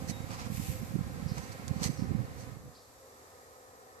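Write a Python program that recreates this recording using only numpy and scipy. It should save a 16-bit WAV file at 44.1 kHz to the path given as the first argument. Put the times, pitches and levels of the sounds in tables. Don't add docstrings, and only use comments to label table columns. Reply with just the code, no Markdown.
import sys
import numpy as np
from scipy import signal
from scipy.fft import rfft, irfft
from scipy.io import wavfile

SR = 44100
rng = np.random.default_rng(int(sys.argv[2]) if len(sys.argv) > 2 else 0)


def inscribe(sig):
    pcm = np.round(np.clip(np.atleast_2d(sig).T, -1, 1) * 32767)
    wavfile.write(sys.argv[1], SR, pcm.astype(np.int16))


N = 176400
T = np.arange(N) / SR
FREQS = np.fft.rfftfreq(N, 1 / SR)


def amp(db):
    return 10 ** (np.asarray(db) / 20)


def unit(x):
    return x / np.sqrt(np.mean(x ** 2) + 1e-20)


def level(curve, column=1):
    columns = np.transpose(curve)
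    return amp(np.interp(T, columns[0], columns[column]))


def pan(db):
    gains = amp([[db / 2], [-db / 2]])
    return gains / np.linalg.norm(gains)


def colour(x, tone):
    hz, db = np.transpose(tone)
    gain = amp(np.interp(np.log(FREQS + 1), np.log(hz), db)) * np.minimum(FREQS / hz[0], 1) ** 2
    return unit(irfft(rfft(x) * gain, N))


def drift(per_s, size=N, rate=SR):
    f = np.fft.rfftfreq(size, 1 / rate)
    return unit(irfft(rfft(rng.standard_normal(size)) * np.exp(-(f / per_s) ** 2), size))


def port_noise(likeness, below_hz, delay_s):
    common, separate = rfft(rng.standard_normal((2, N)))
    same = likeness * np.exp(-(FREQS / below_hz) ** 2)
    left = common * np.exp(-2j * np.pi * FREQS * delay_s)
    right = same * common + np.sqrt(1 - same ** 2) * separate
    return irfft([left, right], N)


def air():
    # frequency in Hz, relative level in dB.
    tone = [(25, -4), (90, 18.5), (150, 5), (300, 9.5), (700, 11), (1500, 1), (3000, -8.5), (3800, -1.5),
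            (7800, 2.5), (8800, -4.5), (10500, -4), (12000, 1.5), (13200, -5)]
    # time in seconds, level in dB.
    ride = [(0, -52), (.9, -54), (1.6, -53.5), (2.15, -57.5), (2.45, -55), (2.6, -59), (3.2, -57.5),
            (4, -59.5)]
    return colour(port_noise(likeness=0.73, below_hz=1120, delay_s=0), tone) * level(ride)


def bird():
    # start in seconds, fade in seconds, pitch in Hz, glide in Hz per second,
    # level in dB, warble depth in Hz.
    chirps = [(.12, 0.067, 3775, 15, -51.5, 25.4), (1.28, 0.06, 5060, -7000, -49.5, 451),
              (1.975, .05, 5400, 4, -51, 499), (2.749, 0.065, 4590, -1500, -56, 550)]
    rise_s = 0.0054
    out = np.zeros(N)
    for start, fade, hz, glide, db, warble_hz in chirps:
        pitch = hz + glide * (T - start) + warble_hz * drift(per_s=750)
        swell = np.exp(-np.logaddexp((start - T) / rise_s, (T - start) / fade))
        out += amp(db) * np.sin(2 * np.pi * np.cumsum(pitch) / SR) * swell
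    return out


def wind():
    # time in seconds, left level in dB, right level in dB.
    gusts = [(0, -54.5, -36), (.35, -53.5, -40.5), (.5, -51.5, -38.5), (.78, -48.5, -39), (1.1, -45.5, -36),
             (1.3, -54, -37), (1.56, -58, -43), (1.78, -44.5, -32), (1.95, -55, -39.5), (2.05, -46, -31.5),
             (2.22, -51, -31.5), (2.27, -46.5, -44), (2.54, -57, -41.5), (2.67, -47, -47), (2.76, -78, -62),
             (3, -89, -78)]
    # frequency in Hz, relative level in dB.
    tone = [(25, -23.5), (40, -13.5), (70, -2.5), (115, 1.5), (170, -3.5), (290, -11), (380, -19.5),
            (600, -31.5), (1500, -46), (5000, -78)]
    # time in seconds, level in dB, pitch in Hz.
    eddies = [(0.025, -25.5, 164), (0.099, -21, 136), (.114, -24.5, 193), (.465, -27, 161),
              (0.474, -27, 195), (0.504, -23.5, 178), (0.523, -23.5, 182), (.582, -24, 140),
              (0.6, -20, 156), (.688, -26, 166), (0.701, -21.5, 116), (0.834, -23, 176), (.943, -19, 150),
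              (.957, -18.5, 180), (.963, -19.5, 243), (.991, -21, 166), (1.012, -18, 142),
              (1.204, -26, 175), (1.228, -22, 149), (1.264, -21, 146), (1.32, -18, 148),
              (1.375, -24.5, 155), (1.714, -16, 140), (1.765, -20, 162), (1.817, -27, 142),
              (1.862, -17, 144), (1.894, -21.5, 217), (1.901, -23.5, 164), (1.996, -20, 178),
              (2.025, -19, 189), (2.074, -26.5, 148), (2.109, -24.5, 263), (2.122, -28, 177),
              (2.152, -15.5, 168), (2.207, -27, 167)]
    lump_db, eddy_width_cycles = 5, 0.39
    lumps = amp(lump_db * np.tanh([drift(per_s=94) for _ in range(2)]))
    rumble = colour(rng.standard_normal((2, N)) * lumps, tone)
    out = rumble * [level(gusts, column=1), level(gusts, column=2)]
    for peak_s, db, hz in eddies:
        near = abs(T - peak_s) < .03
        cycles = (T[near] - peak_s) * hz
        swing = np.cos(2 * np.pi * cycles)
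        bell = np.exp(-.5 * (cycles / eddy_width_cycles) ** 2)
        out[:, near] += amp(db) * pan(db=-34.5) * (swing - np.average(swing, weights=bell)) * bell
    return out


def rustle(strokes, tone):
    crinkle_db, tick_db, ticks_per_s = 1, 20, 300
    crinkle = amp(crinkle_db * drift(per_s=98))
    ticks = amp(tick_db) * rng.uniform(-1.09, 1, (2, N)) * (rng.random(N) < ticks_per_s / SR)
    friction = port_noise(likeness=1, below_hz=2300, delay_s=0.000328) * crinkle
    power = sum((amp(db) * pan(pan_db)) ** 2 * np.exp(-((T - peak_s) / width) ** 2)
                for peak_s, width, db, pan_db in strokes)
    return colour(friction + ticks, tone) * np.sqrt(power)


def leaves():
    # peak time in seconds, width in seconds, level in dB, left over right in dB.
    brushes = [(.1, 0.013, -37.5, -7), (1.42, 0.074, -51, -20), (1.524, 0.0072, -46, -14),
               (1.853, 0.018, -32, -6), (1.89, 0.099, -49, -4.5), (2.41, 0.025, -51, -6)]
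    # frequency in Hz, relative level in dB.
    tone = [(500, 19.5), (1200, -20), (1900, 11), (2600, 4), (3600, 1), (4300, 12), (5400, 7.5),
            (6100, 15.5), (7000, 4.5), (8000, 11), (9200, -3), (12000, 3.5), (13200, -23)]
    return rustle(brushes, tone)


def suit():
    # peak time in seconds, width in seconds, level in dB, left over right in dB.
    scuffs = [(.33, 0.023, -41, -3.5), (.408, 0.023, -41, -4.5), (.455, 0.018, -45.5, -4),
              (1.382, 0.01, -42, -1.5), (1.84, 0.026, -39.5, -0.5)]
    slides = [(.56, 0.038, -45, -1), (.67, 0.082, -43, -1), (.85, 0.089, -54, -1)]
    # frequency in Hz, relative level in dB.
    scuff_tone = [(350, -31), (700, 4), (1200, 3), (1700, -9), (2300, -3), (3300, -10.5), (5000, -5),
                  (7800, -11), (9000, -20), (13000, -18.5)]
    slide_tone = [(500, -27), (2200, 6.5), (3300, 0.5), (5500, 1.5), (7800, 5.5), (9000, -1), (11000, 1.5),
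                  (12600, 9.5), (13300, -6.5)]
    return rustle(scuffs, scuff_tone) + rustle(slides, slide_tone)


def twig():
    # start in seconds, level in dB, decay in seconds.
    snaps = [(1.381, -38, 0.0027), (1.68, -33.5, .0042), (1.832, -26.5, 0.0054), (1.8398, -30, .009)]
    # frequency in Hz, relative level in dB.
    tone = [(1500, 4), (6500, 14.5), (9500, 6.5), (13000, -5)]
    envelope = sum(amp(db) * (T > start) * np.exp(-abs(T - start) / decay) for start, db, decay in snaps)
    return pan(db=-6) * envelope * colour(rng.standard_normal((2, N)), tone)


def bees(tone, wing_hz, spread, count):
    # time in seconds, bearing in radians to the right.
    swarm_bearing = [(2.3, 0.94), (3.1, -1.28)]
    pitch_wander, nearness_db, port_delay_s = .03, 3.5, 0.00039
    scatter_rad, wander_rad = 0.6, 0.38
    t = np.linspace(0, N / SR, num=400)
    steps, rate = len(t), 1 / t[1]
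    centre = np.interp(t, *np.transpose(swarm_bearing))
    pulses = np.zeros((2, N + 2))
    for detune in np.linspace(-spread, spread, count):
        hz = wing_hz * (1 + detune + pitch_wander * drift(7, steps, rate))
        cycles = np.cumsum(hz) / rate + rng.random()
        beats = np.interp(np.arange(np.ceil(cycles[0]), cycles[-1]), cycles, t)
        nearness = unit(amp(nearness_db * drift(3.15, steps, rate)))
        strength = np.interp(beats, t, nearness)
        bearing = centre + scatter_rad * rng.standard_normal() + wander_rad * drift(1, steps, rate)
        lag = port_delay_s / 2 * np.sin(np.interp(beats, t, bearing))
        for side, arrival in zip(pulses, (beats + lag, beats - lag)):
            at = np.clip(arrival * SR, 0, N)
            whole = at.astype(int)
            side[whole] += strength * (1 - at % 1)
            side[whole + 1] += strength * (at % 1)
    pulses = pulses[:, :N]
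    return colour(pulses - pulses.mean(1, keepdims=True), tone)


def hovering_bees():
    # time in seconds, level in dB.
    ride = [(0, -64), (2.3, -55.5), (2.85, -63), (3.05, -59.5), (3.4, -58.5), (3.65, -59), (4, -54)]
    # frequency in Hz, relative level in dB.
    tone = [(230, -43), (330, 12), (400, 2.5), (530, 2), (610, -6), (760, -2.5), (900, -9), (1250, 0),
            (1500, -20), (1820, -4.5), (2500, -40)]
    hum = bees(tone, wing_hz=235.9, spread=.16, count=20) * level(ride)
    return np.sqrt(2) * hum * pan(db=0.3)


def flying_bees():
    # time in seconds, level in dB.
    ride = [(0, -50.5), (1.1, -52.5), (1.6, -51), (2.48, -55), (2.65, -66), (2.9, -66.5), (3.1, -64.5),
            (3.6, -65.5), (4, -65)]
    # frequency in Hz, relative level in dB.
    tone = [(150, -12), (260, -2.5), (520, 2), (760, -2.5), (1150, -4), (1550, -6), (2200, -7), (3100, -16),
            (5000, -16), (9000, -67)]
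    # frequency in Hz, left over right in dB.
    balance = [(500, 3.5), (1100, -1.5), (2200, -6), (5000, -6.5)]
    drone = bees(tone, wing_hz=254.16, spread=.075, count=42) * level(ride)
    lean_db = np.interp(FREQS, *np.transpose(balance)) / 2
    return irfft(rfft(drone) * amp([lean_db, -lean_db]), N)


def passing_bees():
    # closest moment in seconds, wingbeat in Hz, level in dB.
    passes = [(.75, 259, -51), (2.69, 247, -57.5), (3.05, 263.7, -57), (3.73, 256, -62), (3.89, 254, -58)]
    half_width_s, pitch_sag, fall_db_per_octave = 0.049, 0.0101, 16
    harmonics = np.arange(1, 9)[:, None]
    weights = amp(-fall_db_per_octave * abs(np.log2(harmonics / 2)))
    out = np.zeros(N)
    for closest_s, wing_hz, db in passes:
        near = abs(T - closest_s) < .4
        travel = (T[near] - closest_s) / half_width_s
        cycles = np.cumsum(wing_hz * (1 - pitch_sag * np.tanh(travel))) / SR + rng.random()
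        buzz = (weights * np.sin(2 * np.pi * harmonics * cycles)).sum(0)
        out[near] += amp(db) / (1 + travel ** 2) * buzz
    return out


def scene():
    movements = leaves() + suit() + twig()
    swarm = flying_bees() + hovering_bees() + passing_bees()
    return swarm + air() + wind() + movements + bird()


def record(dry):
    cutoff_hz = 13200
    lowpass = signal.firwin(511, cutoff_hz, window=("kaiser", 9), fs=SR)
    return signal.oaconvolve(dry, lowpass[None], "same")


dry = scene()
out = record(dry)
inscribe(out)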